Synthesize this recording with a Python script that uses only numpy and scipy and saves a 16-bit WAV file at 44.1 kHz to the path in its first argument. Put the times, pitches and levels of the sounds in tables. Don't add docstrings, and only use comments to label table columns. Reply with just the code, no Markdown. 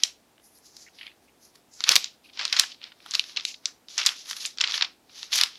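import sys
import numpy as np
from scipy import signal
from scipy.fft import rfft, irfft
from scipy.io import wavfile
from scipy.ndimage import uniform_filter1d

SR = 44100
rng = np.random.default_rng(int(sys.argv[2]) if len(sys.argv) > 2 else 0)


def put_to_file(sound):
    columns = np.atleast_2d(sound).T
    safe = np.clip(columns, -1, 1)
    whole_steps = np.round(safe * 32767)
    wavfile.write(sys.argv[1], SR, whole_steps.astype(np.int16))


N = 246078

# frequency_hz, relative_level_db
HUM_TONE = [(24, -43.5), (40, -7.5), (167, -4.5), (257, 2), (545, -4), (755, -3), (971, -7.5), (1420, -11),
            (5220, -15.5), (8210, -18), (15000, -21.5), (16200, -32.5)]
# frequency_hz, fade_s
ECHO_FADES = [(500, 0.26), (1500, 0.099), (4000, 0.16), (7000, 0.22), (12000, 0.21)]
# frequency_hz, gain_db
MIC_TONE = [(200, -15), (600, -0.5), (1000, -3), (1500, -0.58), (4000, -1.12), (7000, -1), (8600, -5),
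            (11000, -3.5), (13500, -9), (16500, -10.5)]
# start_s, length_s, pitch_hz, width_hz, level_db
SQUEAKS = [(0.86, 0.027, 2080, 500, -53), (0.429, 0.05, 5330, 1507, -62.5),
           (0.542, 0.051, 4960, 1500, -61.5), (1.88, 0.044, 453, 700, -37.5), (1.953, 0.036, 400, 700, -42),
           (2.393, 0.061, 650, 400, -53.5), (3.142, 0.032, 660, 400, -57), (1.003, 0.12, 2600, 900, -52.5),
           (1.276, 0.026, 2490, 600, -62), (2.239, 0.035, 2620, 300, -54), (2.284, 0.023, 2550, 604, -57),
           (3.057, 0.016, 1094, 503, -45.5), (3.458, 0.07, 2620, 716, -44.5)]
# full_pressure_s, build_up_s, hold_s, rustle_db, rustle_pitch_hz,
# skin_hiss_db, dough_drag_db
STROKES = [(0.002, 0.034, .02, -49, 4430, -63, -56), (0.042, 0.046, .005, -37, 3700, -50, -70),
           (0.451, .09, .03, -67, 6500, -57, -87), (0.556, .2, .015, -66, 5740, -56.5, -81),
           (0.659, .06, .01, -51.5, 5750, -57.5, -84), (0.793, 0.22, .045, -49.5, 5710, -61, -68),
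           (0.952, .05, 0.054, -57, 5000, -66, -72), (1.018, 0.12, 0.05, -51, 3140, -63.5, -61),
           (1.224, .04, .03, -71, 5360, -71, -76), (1.434, .08, .03, -57.5, 5566, -58, -74),
           (1.559, .08, .003, -62, 4425, -62, -65), (1.736, 0.055, 0.055, -51, 6210, -63.5, -82),
           (1.81, 0.088, 0.027, -47, 4400, -61, -55.5), (1.871, 0.018, .005, -29.5, 3786, -55, -34),
           (1.906, .08, 0.023, -23.5, 4190, -36, -29), (2.012, 0.12, 0.044, -39.5, 4105, -68, -63),
           (2.246, .025, .025, -57, 4220, -65, -77), (2.335, .02, .025, -51, 4310, -80, -77),
           (2.399, .06, .05, -34.5, 3746, -72, -41), (2.596, 0.18, 0.012, -28, 4340, -48, -33.5),
           (2.684, .1, 0.027, -46, 4290, -70, -61), (2.837, 0.07, .03, -46, 3370, -80, -76.5),
           (3.154, 0.2, 0.043, -39.5, 4400, -52, -47), (3.272, .2, .05, -46.5, 4530, -61, -60),
           (3.37, 0.021, 0.0028, -33.5, 3790, -80, -41), (3.482, .09, 0.0092, -36.5, 5180, -51, -61),
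           (3.674, .07, .003, -46.5, 4700, -60, -52), (3.897, .025, 0.077, -44.5, 4950, -60.5, -63.5),
           (3.987, 0.024, .01, -26, 4160, -49, -33.5), (4.068, 0.1, 0.027, -32, 4140, -48, -36.5),
           (4.163, .1, 0.048, -43.5, 4860, -60.5, -72), (4.289, 0.089, .03, -38, 5070, -46.5, -48),
           (4.366, 0.043, .01, -42.5, 4890, -46, -50), (4.402, 0.018, .015, -35.5, 5020, -49, -58),
           (4.453, .12, .005, -34.5, 4620, -44.5, -48), (4.606, .04, .09, -34.5, 4000, -68, -40.5),
           (4.749, 0.092, .005, -28, 4350, -45, -37.5), (4.831, 0.11, 0.0027, -35, 3600, -75, -37.5),
           (5.108, 0.028, .02, -59.5, 4520, -80, -73), (5.17, 0.11, 0.079, -43, 4690, -58.5, -58),
           (5.334, .027, .045, -23, 4770, -34.5, -41.5), (5.416, 0.13, 0.013, -28, 3996, -52, -32.5),
           (5.517, 0.084, .06, -50.5, 4215, -85, -66)]
# start_s, level_db, pitch_hz, length_ms, relative_treble_db, relative_bass_db
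SNAPS = [(0.0348, -6, 4240, 1.76, -18, -38.5), (0.38, -50.5, 2700, 1.14, -21, -5),
         (0.398, -55, 2900, 1.7, -22, -4), (0.5864, -56, 5990, 1.2, 7, -14),
         (0.7662, -38.5, 4940, 2.4, -9, -21), (0.884, -49, 2130, 3.9, -25, -28),
         (0.986, -40.5, 3100, 7.2, -33, -29), (1.0108, -34.5, 2650, 13, -40, -30),
         (1.0295, -37, 2840, 3.4, -35, -21.5), (1.0658, -33.5, 2960, 3, -37, -30.5),
         (1.0775, -38, 2680, 3.2, -36, -33), (1.0956, -48, 2720, 1.0, -22, -19),
         (1.1156, -48.5, 2520, 0.63, -25, -20), (1.555, -48, 4460, 6.1, -6, -10),
         (1.8056, -21.5, 4350, 0.87, -32.5, -12), (1.839, -13, 4200, 1.3, -30, -19),
         (1.843, -22, 2980, 0.45, -49, -30), (1.884, -16, 3770, 0.89, -34, -12),
         (1.891, -1, 4280, 0.77, -20, -18.5), (1.9138, -16, 4030, 16, -6.5, -10.5),
         (1.916, -17, 4030, 4.3, -28, -14), (1.92, -12, 4300, 2.6, -38, -22),
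         (1.9558, -5.5, 4400, 2.9, -12.5, -19.5), (1.9628, -2.5, 3820, 0.97, -11, -13.5),
         (2.043, -17.5, 4300, 0.41, -26, -24), (2.2883, -55.5, 2890, 7.8, -17, -10),
         (2.2957, -49, 3130, 6.1, -23, -14), (2.3734, -31.5, 3470, 3.1, -36, -12),
         (2.3925, -19.5, 3540, 11, -60, -10), (2.4119, -24.5, 4040, 2.0, -44, -5),
         (2.452, -15, 4070, 1.7, -22.5, -20.5), (2.4785, -23, 3870, 1.7, -26, -37.5),
         (2.4972, -31, 3840, 2.8, -36, -28), (2.5261, -12.5, 3950, 6.9, -24, -13),
         (2.5377, -24, 3040, 7.8, -40, -4.5), (2.5648, -15, 4100, 8.7, -37, -12.5),
         (2.5887, -19, 3730, 7, -39, -28.5), (2.596, -4, 4850, 1.7, -11, -16.5),
         (2.6351, -23.5, 3050, 7.5, -27, -6), (2.7172, -34.5, 3790, 8.9, -36, -33.5),
         (2.7444, -45, 3830, 4.4, -24, -16), (2.8148, -37.5, 2920, 2.1, -31, -12.5),
         (2.8295, -38, 3200, 1.04, -36, -21), (2.8399, -28.5, 3380, 1.1, -41.5, -25.5),
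         (2.9193, -42, 3080, 8.3, -27.5, -4.5), (3.0026, -45, 2880, 0.78, -31, -9),
         (3.0615, -36, 3100, 0.74, -7.5, -5), (3.1099, -24, 5100, 1.2, -41, -30.5),
         (3.1173, -26, 4170, 0.57, -30.5, -30.5), (3.137, -21, 4370, 4.8, -44.5, -13.5),
         (3.147, -20.5, 4250, 0.5, -23, -11.5), (3.151, -11, 4330, 2.6, -21.5, -19.5),
         (3.195, -8, 3680, 0.24, -25, -36), (3.2396, -32, 3770, 2.6, -39, -13),
         (3.2942, -38.5, 3670, 4.8, -25, -13), (3.3626, -26.5, 3800, 3.2, -43, -20.5),
         (3.3708, -16, 3350, 4.7, -65, -40.5), (3.3968, -26, 3630, 2.5, -43, -20.5),
         (3.408, -31, 3960, 1.5, -44, -17), (3.451, -14.5, 4130, 1.3, -18.5, -21.5),
         (3.5418, -35, 3240, 4.7, -29, -24.5), (3.6563, -13, 4630, 2, -41, -25),
         (3.8848, -33.5, 4080, 0.4, -29, -22), (3.979, -16.5, 4870, 4.8, -26.5, -12),
         (4.0144, -21, 3280, 6, -32, -11.5), (4.0306, -22.5, 3570, 2.2, -28, -33),
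         (4.051, -25.5, 4800, 5.9, -37, -9), (4.0618, -7.5, 5260, 2.8, -14.5, -17),
         (4.0664, -9, 3900, 5.8, -15, -21), (4.09, -16, 3400, 0.76, -27, -25),
         (4.2568, -40.5, 3660, 8.6, -34, -12), (4.298, -29, 5230, 6.1, -20, -31),
         (4.3107, -23, 4640, 2.4, -11, -6), (4.3304, -27, 4230, 0.54, -55.5, -6.5),
         (4.3662, -33.5, 4420, 9.6, -13, -11), (4.4518, -20.5, 3560, 1.4, -38, -27.5),
         (4.4585, -21.5, 6400, 8.6, -38, -27), (4.5736, -35.5, 4470, 0.95, -37, -12.5),
         (4.5843, -22, 4120, 1.1, -45, -18.5), (4.601, -25, 3960, 1.7, -37.5, -25),
         (4.6076, -16.5, 3530, 3.1, -40, -14.5), (4.6122, -10.5, 4450, 1, -36, -13.5),
         (4.6385, -14.5, 3130, 6.8, -38, -9.5), (4.6743, -20, 3850, 1.5, -46, -13),
         (4.7017, -26, 3480, 3.2, -35.5, -28.5), (4.7099, -24, 4260, 0.8, -38, -14),
         (4.721, -19.5, 3670, 0.99, -36, -42), (4.7402, -18, 3040, 3.1, -32, -12.5),
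         (4.757, -28, 3800, 4.2, -29.5, -29), (4.778, -18.5, 3700, 1.3, -35, -12.5),
         (4.8106, -14.5, 3520, 0.4, -39, -9), (4.8222, -12, 3520, 4.5, -38, -12),
         (4.8454, -23, 3260, 5.4, -39, -16.5), (5.095, -49, 3130, 6.5, -25.5, -7.5),
         (5.2298, -23, 4010, 0.32, -43, -15.5), (5.3202, -26, 3720, 8, -30, -15),
         (5.3285, -16.5, 3720, 9.9, -44, -15), (5.3555, -19, 4600, 8.1, -5.5, -13),
         (5.3796, -17.5, 4000, 9.6, -8, -21), (5.3875, -15, 3980, 1.4, -13, -13),
         (5.412, -7, 4040, 0.92, -10.5, -17), (5.4351, -8, 4060, 1.6, -15, -21),
         (5.555, -37, 3650, 1.4, -34, -21)]

HUM_DB, ECHO_DB, FIRST_WALL_S = -63, -15, .008
BUILD_UP_DB, RELEASE_DB_PER_S = 30, (263, 331.5, 297.5)
HARD_WIDTH_HZ, LIGHT_WIDTH_HZ = 3480, 2500
GRAINS_PER_S, GRAIN_SPREAD_DB, GRAIN_SHARE = 2500, 4, 0.73
DRAG_HZ, HISS_HZ, AIR_HZ = (1067, 2280), (9300, 12400), (13000, 17000)
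SNAP_BASS_HZ, SNAP_TREBLE_HZ = (1102, 2300), (7500, 13700)
SNAP_OCTAVES = 0.67
TREBLE_LIMIT_HZ = 16050


def gain_of(db):
    return 10 ** (np.asarray(db) / 20)


def unit_level(x):
    return x / np.sqrt(np.mean(x ** 2) + 1e-20)


def unit_peak(x, samples):
    return x / np.sqrt(uniform_filter1d(x ** 2, samples).max() + 1e-20)


def value_at(table, hz):
    table_hz, value = np.transpose(table)
    return np.interp(np.log(hz + 1), np.log(table_hz + 1), value)


def band(x, edges_hz, order):
    return signal.sosfilt(signal.butter(order, edges_hz, "bandpass", fs=SR, output="sos"), x)


def moving_band(x, hz, width_hz):
    turn = np.exp(2j * np.pi * np.cumsum(hz) / SR)
    low_pass = signal.butter(3, width_hz / 2, fs=SR, output="sos")
    return (turn * signal.sosfilt(low_pass, x / turn)).real


def room_hum():
    tone = gain_of(value_at(HUM_TONE, np.fft.rfftfreq(N, 1 / SR)))
    return gain_of(HUM_DB) * unit_level(irfft(rfft(rng.standard_normal(N)) * tone, N))


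def kitchen_echo(x):
    echoes = np.zeros(SR // 2)
    slots = np.arange(0, len(echoes) - 12, 12)
    echoes[slots + rng.integers(0, 12, len(slots))] = rng.choice([-1., 1.], len(slots))
    hz, t, spectrum = signal.stft(echoes, SR, nperseg=256)
    fade = gain_of(-60 * t / value_at(ECHO_FADES, hz)[:, None])
    tail = signal.istft(spectrum * fade, SR, nperseg=256)[1]
    tail *= np.clip(np.arange(len(tail)) / SR / FIRST_WALL_S, 0, 1) ** 3
    return signal.fftconvolve(x, tail / np.linalg.norm(tail))[:N]


def squeaks():
    out = np.zeros(N)
    for start_s, length_s, hz, width_hz, db in SQUEAKS:
        edges_hz = (max(hz - width_hz / 2, 30), hz + width_hz / 2)
        rub = unit_level(band(rng.standard_normal(SR // 5), edges_hz, order=2))[:round(length_s * SR)]
        swell = signal.windows.tukey(len(rub), .6)
        out[round(start_s * SR):][:len(rub)] += gain_of(db) * rub * swell
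    return out


def hand_pressure():
    full_s, build_s, hold_s, rustle_db, hz, hiss_db, drag_db = np.transpose(STROKES)[:, :, None]
    t = np.arange(0, N + 64, 64) / SR
    build_left = np.maximum(full_s - t, 0) / np.maximum(build_s, .005)
    released_s = np.maximum(t - full_s - hold_s, 0)
    powers = [gain_of(2 * (db - BUILD_UP_DB * build_left - fall * released_s)) + 1e-13
              for db, fall in zip((rustle_db, hiss_db, drag_db), RELEASE_DB_PER_S)]
    levels_db = [10 * np.log10(power.sum(0)) for power in powers]
    pitch_hz = (powers[0] * hz).sum(0) / powers[0].sum(0)
    return (np.interp(np.arange(N) / SR, t, curve) for curve in levels_db + [pitch_hz])


def sliding_hands():
    rustle_db, hiss_db, drag_db, pitch_hz = hand_pressure()
    wobble = uniform_filter1d(uniform_filter1d(rng.standard_normal(N), size=200), size=200)
    clumps = gain_of(1.4 * unit_level(wobble))
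    grains = gain_of(GRAIN_SPREAD_DB * np.minimum(rng.exponential(1, N), 2.5))
    grains *= rng.random(N) < GRAINS_PER_S / SR
    grains *= rng.choice([-1., 1.], N)
    crackle = np.clip(GRAIN_SHARE + 0.017 * (rustle_db + 37.5), 0, .8)
    rub = clumps * (crackle * unit_level(grains) + np.sqrt(1 - crackle ** 2) * rng.standard_normal(N))
    hardness = np.clip(0.5 + 0.043 * (rustle_db + 52.5), 0, 1)
    wide = unit_level(moving_band(rub, pitch_hz, HARD_WIDTH_HZ))
    narrow = unit_level(moving_band(rub, pitch_hz, LIGHT_WIDTH_HZ))
    paper = gain_of(rustle_db) * (hardness * wide + (1 - hardness) * narrow)
    smooth_rub = rub + 1.4 * clumps * rng.standard_normal(N)
    skin = gain_of(hiss_db) * unit_level(band(smooth_rub, HISS_HZ, order=4))
    air_db = -37.5 + 4.2 * (hiss_db + 32.5)
    skin += gain_of(air_db) * unit_level(band(smooth_rub, AIR_HZ, order=2))
    dough = gain_of(drag_db) * unit_level(band(smooth_rub, DRAG_HZ, order=3))
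    return paper + skin + dough


def crease_snaps():
    size = 2048
    out = np.zeros(N + size)
    ms = np.arange(size) * 1000 / SR
    for start_s, db, hz, length_ms, treble_db, bass_db in SNAPS:
        attack = np.minimum(ms / .25, 1)
        run = gain_of(-1.5 * ms - 4.8 * np.maximum(ms - length_ms, 0))
        settle = gain_of(-24 - .5 * ms) * np.linspace(1, 0, size)
        kick = rng.standard_normal(size) * attack * (run + settle)
        kick[12] += 6.2 / (1 + length_ms / 3)
        spread = 2 ** np.clip(SNAP_OCTAVES + 0.0021 * (db + 23.5), .15, .9)
        ring = band(kick, (hz / spread, hz * spread), order=3)
        ring = unit_peak(band(ring, (hz / 1.317, hz * 1.243), order=1), samples=44)
        treble = gain_of(treble_db) * unit_peak(band(kick, SNAP_TREBLE_HZ, order=4), samples=66)
        bass = gain_of(bass_db) * unit_peak(band(kick, SNAP_BASS_HZ, order=2), samples=110)
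        out[round(start_s * SR):][:size] += gain_of(db) * (ring + treble + bass)
    return out[:N]


def scene():
    hz = np.linspace(0, SR / 2, 257)
    mic_power = gain_of(value_at(MIC_TONE, hz)) ** 2
    mic_filter = signal.minimum_phase(signal.firwin2(255, hz, mic_power, fs=SR))
    paper = signal.oaconvolve(crease_snaps() + sliding_hands() + squeaks(), mic_filter)[:N]
    return (paper + gain_of(ECHO_DB) * kitchen_echo(paper) + room_hum())[None]


def record(dry):
    low_pass = signal.firwin(511, TREBLE_LIMIT_HZ, window=("kaiser", 9), fs=SR)
    return signal.oaconvolve(np.clip(dry, -1, 1), low_pass[None], "same")


dry = scene()
out = record(dry)
put_to_file(out)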